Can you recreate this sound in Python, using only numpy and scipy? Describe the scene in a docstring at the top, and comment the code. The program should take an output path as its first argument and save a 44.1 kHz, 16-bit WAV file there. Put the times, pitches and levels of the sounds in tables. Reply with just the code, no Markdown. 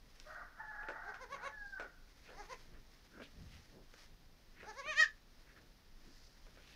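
"""Goat kid bleating in a barn

A newborn kid gives three quavering bleats, the last open-mouthed: harmonics and puffs of breath, coloured
by the mouth. Further off a hoarse, falling crow, like a rooster's: two gliding partials and a rasp of
resonant noise. Goats shift in the bedding: hay rustles and snaps (random grains), straw is swept (banded
noise), with knocks (decaying bursts) and soft thuds (low noise) over a faint steady hiss."""
import sys
import numpy as np
from scipy import signal
from scipy.fft import rfft, irfft, next_fast_len
from scipy.io import wavfile

SR = 44100
rng = np.random.default_rng(int(sys.argv[2]) if len(sys.argv) > 2 else 0)


def unload_wav(signal):
    """Save mono or channel-first audio to the path in sys.argv[1] as 16-bit WAV at rate SR, clipped to [-1, 1]."""
    wavfile.write(
        sys.argv[1],
        SR,
        np.round(np.clip(np.atleast_2d(signal).T, -1, 1) * 32767).astype(np.int16),
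    )


N = 297675
TIME = np.arange(N) / SR


def from_db(db):
    """Decibels to gain."""
    return 10 ** (np.asarray(db) / 20)


def rms_one(x):
    """Scale to rms 1."""
    return x / np.sqrt(np.mean(x ** 2) + 1e-20)


def at_hz(points, hz):
    """Read a spectrum in dB on a log-frequency axis."""
    f, db = np.transpose(points)
    return np.interp(np.log(np.maximum(hz, 1)), np.log(f), db)


def coloured(x, spectrum):
    """Shape a signal by a spectrum; rms 1."""
    size = next_fast_len(N)
    gain = from_db(at_hz(spectrum, np.fft.rfftfreq(size, 1 / SR)))
    return rms_one(irfft(rfft(x, size) * gain, size)[:N])


def noise(spectrum):
    """Noise of a given colour, rms 1."""
    return coloured(rng.standard_normal(N), spectrum)


def drift(rate_hz, size=N):
    """Normal random values of spread 1, rate_hz a second, joined by straight lines."""
    return np.interp(np.arange(size) * rate_hz / SR, np.arange(size), rng.standard_normal(size))


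def resonate(x, hz, width_hz):
    """Two-pole resonance, gain about 1 at its peak."""
    r = np.exp(-np.pi * width_hz / SR)
    b = np.array([1, 0, -1]) * (1 - r * r) / 2
    a = [1, -2 * r * np.cos(2 * np.pi * hz / SR), r * r]
    return signal.lfilter(b, a, x)


def bandpass(x, order, low_hz, high_hz):
    """Butterworth band-pass."""
    return signal.sosfilt(signal.butter(order, [low_hz, high_hz], "band", fs=SR, output="sos"), x)


def swell(s, half_s, t=TIME):
    """Bell of height 1 at time s, down to 1/e at half_s either side."""
    return np.exp(-np.minimum(((t - s) / half_s) ** 2, 50))


def held(start, end, attack_s, release_s, t):
    """Attack, hold at 1, release; the slopes cover 20 dB in the times given."""
    return from_db(-20 * np.clip(np.maximum((start - t) / attack_s, (t - end) / release_s), 0, 10))


def kid():
    """Three bleats, each with its own steadiness, breath and nasal dip."""
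    # per bleat, one row per quaver: (crest [s], pitch [Hz], pitch arch half length [s], level [dB],
    # attack [s], release [s], mouth opening at crest [0-1])
    bleats = [
        [(1.095, 430, 0.047, -53, 0.037, 0.018, 0), (1.224, 532, 0.035, -50.5, 0.0228, .032, 0),
         (1.335, 564.4, 0.039, -43.5, 0.024, 0.026, 0.19), (1.465, 564, 0.039, -43.5, 0.038, .023, 0.25)],
        [(2.404, 417.3, .047, -52, 0.043, 0.029, 0), (2.44, 370.4, 0.0396, -60.5, 0.01, .018, 0.17),
         (2.52, 529.6, .031, -47, 0.022, 0.025, 0.21)],
        [(4.696, 438.2, 0.042, -47.5, .026, 0.023, 0), (4.796, 560, 0.038, -46, .028, 0.021, 0.06),
         (4.897, 623.5, .066, -40.5, 0.046, 0.045, 0.64), (5.006, 635.6, 0.063, -23, .024, 0.033, 0.93)],
    ]
    out = bleat(bleats[0], jitter=0.0074, shimmer=0.21, rasp_db=-17.5, bright_db_per_octave=0.5,
                dip_hz=5550, dip_width_hz=2100, dip_db=-6.5)
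    out += bleat(bleats[1], jitter=0.011, shimmer=0.2, rasp_db=-12.5, bright_db_per_octave=0.44,
                 dip_hz=3500, dip_width_hz=540, dip_db=-9)
    out += bleat(bleats[2], jitter=0.0045, shimmer=0.06, rasp_db=-29.5, bright_db_per_octave=0.0,
                 dip_hz=3300, dip_width_hz=870, dip_db=-2)
    return out


def bleat(rows, jitter, shimmer, rasp_db, bright_db_per_octave, dip_hz, dip_width_hz, dip_db):
    """Harmonics whose pitch arches with each quaver; the opening mouth moves the weight up to 1.9 kHz."""
    # throat and nose with lips shut, half open, wide open: (frequency [Hz], level [dB])
    mouths = ([(400, -6), (560, -9.5), (870, 0), (1300, -8.5), (1700, -7.5), (2150, -14), (2750, -30),
               (3450, -24), (4000, -19), (5250, -18), (6500, -21), (7700, -50), (8950, -35), (9700, -44),
               (14000, -51)], [(580, 1), (1150, 5), (1550, -17), (1850, -3.5), (2350, 6.5), (3100, -6.5),
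                             (3900, -10.5), (4500, -13), (5400, -31), (6250, -8.5), (7400, -35),
                             (8200, -40), (9050, -27), (9900, -39), (14000, -50)], [(620, -38.5), (1290, -20), (1690, -1.5), (1920, 1),
                                           (2200, -28.5), (2550, -16.5), (3800, -19), (4450, -23.5),
                                           (5100, -20), (5750, -27.5), (6400, -26.5), (7400, -34.5),
                                           (8500, -55), (11000, -45.5), (14500, -80)])
    waver_db = 2.6
    inside = (TIME > rows[0][0] - .12) & (TIME < rows[-1][0] + .09)
    t = TIME[inside]
    pitch_hz, level, opening, rough = quavers(rows, t)
    pitch_hz = pitch_hz * (1 + jitter * rough * drift(500)[inside])
    phase = 2 * np.pi * np.cumsum(pitch_hz) / SR
    k = np.arange(1, 33)[:, None]
    hz = k * pitch_hz
    shares = [np.interp(opening, [0, .5, 1], corner) for corner in np.eye(len(mouths))]
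    throat_db = sum(share * at_hz(mouth, hz) for share, mouth in zip(shares, mouths))
    throat_db += bright_db_per_octave * np.log2(hz / 1000)
    # the side branch of the nose swallows one band
    throat_db += dip_db * np.exp(-((hz - dip_hz) / dip_width_hz) ** 2)
    # the young folds never close twice alike: each harmonic wavers by itself
    waver = np.array([drift(55.1, size=SR)[:len(t)] for _ in k])
    gains = from_db(throat_db + waver_db * waver)
    gains /= np.sqrt(np.sum(gains ** 2, axis=0) / 2)
    # the winding throat delays each harmonic differently
    lag = 2 * np.pi * rng.random(k.shape)
    voice = np.sum(gains * np.cos(k * phase - lag), axis=0)
    voice *= 1 + shimmer * rough * drift(300)[inside]
    # air escapes in a puff at every opening of the folds
    air = sum(share * noise(mouth)[inside] for share, mouth in zip(shares, mouths)) * (1 + np.cos(phase))
    out = np.zeros(N)
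    out[inside] = level * (voice + from_db(rasp_db) * rough * air)
    return out


def quavers(rows, t):
    """Each push arches the pitch, swells the level and frays as it gives out; the strongest push leads."""
    pitch_sag, fall_share = 0.28, 0.77  # share of pitch lost far from the crest; fall time / rise time
    mouth_opens_per_s = 3.4
    attack_bend, release_bend = 1.25, 2.7  # 1 = straight in dB
    fray_db = 11.5  # rise in roughness over one release
    crest, top_hz, arch_s, level_db, attack_s, release_s, mouth = np.transpose(rows)[:, :, None]
    age = t - crest
    rise = np.abs(age / attack_s) ** attack_bend
    fall = np.abs(age / release_s) ** release_bend
    fade = np.where(age < 0, rise, fall)
    power = from_db(level_db - 10 * np.minimum(fade, 20)) ** 2
    lead = power / power.sum(axis=0)
    arch = swell(crest, arch_s * np.where(age < 0, 1, fall_share), t)
    pitch_hz = top_hz * (1 - pitch_sag * (1 - arch))
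    opening = np.clip(mouth + mouth_opens_per_s * age, 0, 1)
    rough = from_db(fray_db * np.clip(age / release_s, 0, 1) ** 2)
    pitch_hz, opening, rough = np.sum(lead * [pitch_hz, opening, rough], axis=1)
    return pitch_hz, np.sqrt(power.sum(axis=0)), opening, rough


def echoes(x):
    """Near boards and floor favour some harmonics and cancel others as the pitch moves."""
    # reflections: (delay [s], level [dB])
    reflections = [(.0023, -26), (.0061, -15), (0.0144, -12.5)]
    return x + sum(from_db(db) * np.interp(TIME - delay_s, TIME, x, left=0) for delay_s, db in reflections)


def crow(jitter=0.0059, hoarse_jitter=0.01686, flutter_db=2.0, waver_db=3.5, dull_hz=2050):
    """A thin note of two partials, unsteady where a rattling, dulled rasp joins it."""
    # clear notes: (start [s], end [s], first pitch [Hz], last pitch [Hz], fundamental [dB], octave [dB])
    notes = [(.27, .33, 610, 624, -61.5, -65), (0.388, 0.433, 607.7, 597, -74.5, -60),
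             (.605, 0.641, 867, 857.2, -53, -51), (.675, 0.711, 866, 856, -54, -47.5),
             (0.731, 0.762, 840, 826, -60, -56), (0.796, 0.793, 832, 830, -50.5, -41.5),
             (0.832, 0.962, 865, 887, -56.5, -58), (1.028, 1.117, 792, 776, -64, -57),
             (1.47, 1.501, 872.7, 868, -62, -65.5), (1.528, 1.55, 866, 858, -64.5, -50),
             (1.576, 1.67, 837.3, 802.6, -65.5, -50), (1.729, 1.8, 784.3, 735.4, -73, -48),
             (1.821, 1.871, 718, 696, -78, -62)]
    # hoarse stretches: (start [s], end [s], level [dB])
    rasps = [(0.291, 0.433, -53.5), (0.585, 0.611, -53.5), (0.718, 0.943, -54.5), (0.956, 1.123, -51),
             (1.377, 1.46, -54), (1.783, 1.81, -54.5)]
    # throat resonances of the rasp: (frequency [Hz], width [Hz], level before rms scaling [dB])
    rasp_modes = [(670, 250, -6), (696, 45, 4), (860, 110, -7.5), (1127, 143, -1), (1479, 130, 7.5),
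                  (1730, 38, 0.5), (1870, 32, 5.5)]
    note_attack_s, note_release_s = 0.015, 0.05
    rasp_attack_s, rasp_release_s = 0.038, 0.11
    glide_bend = 1.09  # 1 = even glide, above = late
    t = TIME[TIME < notes[-1][1] + .5]
    rasp = np.max([from_db(db) * held(start, end, rasp_attack_s, rasp_release_s, t)
                   for start, end, db in rasps], axis=0)
    start, end, first_hz, last_hz, fundamental_db, octave_db = np.transpose(notes)[:, :, None]
    # one unbroken voice slides from each note into the next
    sounding = held(start, end, note_attack_s, note_release_s, t)
    progress = np.clip((t - start) / (end - start), 0, 1) ** glide_bend
    glides_hz = first_hz + (last_hz - first_hz) * progress
    pitch_hz = np.average(glides_hz, weights=sounding, axis=0)
    unsteady = jitter + hoarse_jitter * rasp / rasp.max()
    phase = 2 * np.pi * np.cumsum(pitch_hz * (1 + unsteady * drift(350)[:len(t)])) / SR
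    note = sum(np.max(from_db(db) * sounding, axis=0) * np.sin(k * phase)
               for k, db in ((1, fundamental_db), (2, octave_db)))
    note, rasp = np.pad([note, rasp], ((0, 0), (0, N - len(t))))
    # the membranes flap chaotically and drive the throat in uneven bursts
    flaps = rng.standard_normal(N) * from_db(flutter_db * drift(160))
    throat = sum((-1) ** i * from_db(db) * resonate(flaps, hz, width_hz)
                 for i, (hz, width_hz, db) in enumerate(rasp_modes))
    throat = rms_one(bandpass(throat, 6, 480, dull_hz))
    return np.sqrt(2) * note * from_db(waver_db * drift(71.27)) + rasp * throat


def knocks(grit_db=-1.0, blow_db=22.5):
    """Each contact is a sharp blow and a dying gritty scuff: a thud, a woody ring and a crack of straw."""
    # contacts, levels ahead of the filters: (time [s], level [dB], thud [dB re level],
    # crack [dB re level], decay t60 [s])
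    contacts = [(0.2, -65, -23, 18.5, 0.02), (0.831, -52.5, -11, -26, 0.12), (.886, -45.5, 2, -12, 0.14),
                (.899, -61, 8, -4, 0.17), (1.143, -50.5, -36, -7.5, 0.16), (1.798, -46.5, 0, -7, 0.13),
                (1.823, -59.5, 8, -0.5, 0.081), (1.844, -62.5, 12.5, -12, 0.11),
                (3.201, -54.5, 0.5, -19, 0.13), (3.219, -52.5, -2, -17, 0.039), (3.939, -60.5, -2, 2, .05),
                (4.021, -78, -5, 12, .04), (4.63, -56.5, 1.5, -19, 0.4), (4.861, -54, 2, -11, 0.043),
                (6.467, -65, 1, -2, 0.11), (6.573, -62, 1, -17, 0.14)]
    # woody ring: (frequency [Hz], width [Hz], relative level [dB])
    ring_modes = [(736, 1500, -14), (1500, 284, 0.5), (1612, 138, 1.5), (2280, 510, -11.5)]
    body, thud, crack = np.zeros((3, N))
    grit = rms_one(from_db(grit_db * drift(600)) * rng.standard_normal((3, N)))
    for s, level_db, thud_db, crack_db, t60_s in contacts:
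        start = int(s * SR)
        age = TIME[:min(N - start, SR // 2)]
        span = slice(start, start + len(age))
        for layer, grains, db in zip((body, thud, crack), grit, (0, thud_db, crack_db)):
            layer[span] += from_db(level_db + db - 60 * age / t60_s) * grains[span]
            layer[start] += from_db(level_db + db + blow_db)
    ring = sum((-1) ** i * from_db(db + 19.5) * resonate(body, hz, width_hz)
               for i, (hz, width_hz, db) in enumerate(ring_modes))
    low = from_db(18) * resonate(resonate(thud, 418, 220), 520, 530)
    snap = bandpass(crack, 3, 2400, 6300)
    return ring + low + snap


def sweeps(grit_db=3.0):
    """A leg or muzzle sweeps through straw: gritty friction swells and fades within one band. The low stroke at
    3.19 s is a goat's short grunt, a brief swell of low noise."""
    # strokes: (time [s], half length [s], level [dB], centre [Hz], width [Hz])
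    strokes = [(1.688, 0.11, -72, 4560, 1400), (2.285, 0.042, -64, 2180, 900),
               (2.316, 0.037, -58, 487, 220), (2.318, 0.035, -60.5, 1550, 450),
               (2.755, .025, -66.5, 1400, 900), (3.178, 0.049, -62, 1460, 248),
               (3.191, 0.043, -54.5, 250, 129), (3.24, 0.019, -58, 2800, 1290),
               (3.535, 0.051, -68, 2600, 1400), (4.608, 0.046, -60.5, 1760, 880),
               (5.49, 0.03, -66, 1650, 595), (5.578, 0.022, -65.5, 1520, 700),
               (6.082, 0.046, -65.5, 238, 129), (6.207, 0.16, -70, 4900, 1500),
               (6.728, 0.13, -66.5, 2470, 1400)]
    friction = rng.standard_normal(N) * from_db(grit_db * drift(370))
    out = np.zeros(N)
    for s, half_s, level_db, hz, width_hz in strokes:
        band = rms_one(resonate(resonate(friction, hz, width_hz), hz, 2 * width_hz))
        out += from_db(level_db) * swell(s, half_s) * band
    return out


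def hay(snaps_per_s=5000, clump_db=2.0, rest_db=-77):
    """Dry stalks slide and snap in dense grains of uneven size, never quite still."""
    # hay pressed or brushed: (time [s], half length [s], level [dB])
    rustles = [(.24, 0.19, -68), (2.268, 0.2, -69.5), (2.54, 0.12, -64), (2.984, 0.29, -71),
               (3.234, 0.019, -67.5), (3.523, 0.24, -68), (4.003, 0.077, -63), (4.702, 0.16, -70),
               (5.486, 0.2, -72.5), (6.193, 0.25, -73), (6.744, 0.28, -66.5)]
    # stalk colour: (frequency [Hz], level [dB])
    stalk_colour = [(500, -6.5), (1000, -5), (1900, 1), (2700, -5.5), (3600, -4.5), (5200, -2.5),
                    (6400, -7), (7600, -17.5), (11000, -17.5), (15000, -25)]
    sizes = from_db(2.5 * np.minimum(rng.exponential(1, N), 4)) * rng.choice([-1, 1], N)
    grains = sizes * (rng.random(N) < snaps_per_s / SR)
    power = from_db(rest_db) ** 2 + sum((from_db(db) * swell(s, half_s)) ** 2 for s, half_s, db in rustles)
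    return np.sqrt(power) * from_db(clump_db * drift(50)) * coloured(grains, stalk_colour)


def shifting():
    """Heavy bodies move on the bedding: dull thuds and low scuffs."""
    # weight shifts: (time [s], half length [s], thud [dB], scuff [dB])
    shifts = [(2.37, 0.024, -85, -61.5), (2.733, 0.087, -62.5, -67.5), (3.197, 0.05, -67, -65),
              (3.406, 0.064, -53.5, -67.5), (3.52, .11, -57.5, -80), (3.773, 0.057, -73, -59.5),
              (4.122, 0.071, -66.5, -90), (4.623, 0.044, -90, -64.5), (4.9, 0.041, -68, -66),
              (5.59, 0.089, -71, -69), (6.095, 0.035, -67, -84.5), (6.617, 0.18, -68.5, -77)]
    weight = sum(from_db(thud_db) * swell(s, half_s) for s, half_s, thud_db, _ in shifts)
    scuff = sum(from_db(scuff_db) * swell(s, half_s) for s, half_s, _, scuff_db in shifts)
    thuds = weight * noise([(20, -4), (45, 6.5), (70, -0.5), (140, -3.0), (220, -8), (450, -41), (1000, -70.5)])
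    scuffs = scuff * noise([(100, -2), (240, 1.0), (420, -0.5), (700, -10), (1500, -26.0), (4000, -41)])
    return thuds + scuffs


def hiss(level_db=-60.5):
    """Steady noise, strongest in the lows, with a faint hiss above."""
    # colour: (frequency [Hz], relative density [dB per Hz])
    air_colour = [(12, -37), (20, 3), (36, -10.5), (103, -22.5), (175, -24), (238, -25), (282, -26),
                  (324, -29), (519, -31), (631, -32), (881, -35), (2900, -40), (5300, -38), (7520, -52.5),
                  (15500, -48.5)]
    return from_db(level_db) * noise(air_colour)


def barn(x, wet_db, t60_s, first_s=0.00997, wall_hz=6000):
    """Boards send back a short tail, a decaying noise, that the hay soon swallows."""
    age = TIME[:SR // 2]
    tail = rng.standard_normal(len(age)) * from_db(-60 * age / t60_s) * (age > first_s)
    tail /= np.sqrt(np.sum(tail ** 2))
    tail = signal.sosfilt(signal.butter(1, min(wall_hz, SR / 3), fs=SR, output="sos"), tail)
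    return x + from_db(wet_db) * signal.fftconvolve(x, tail)[:N]


def scene():
    """Kid and bedding close by, the crow further off, hiss under it all."""
    voice = barn(echoes(kid()), wet_db=-10.0, t60_s=0.19)
    bedding = barn(knocks() + sweeps() + hay(), wet_db=-10, t60_s=0.16)
    far = barn(crow(), wet_db=-7.5, t60_s=0.52)
    return (voice + bedding + far + shifting() + hiss())[None]


def record(dry, cutoff_hz=15550):
    """Steep elliptic low-pass."""
    return signal.sosfilt(signal.ellip(10, .1, 70, cutoff_hz, fs=SR, output="sos"), dry)


dry = scene()
out = record(dry)
unload_wav(out)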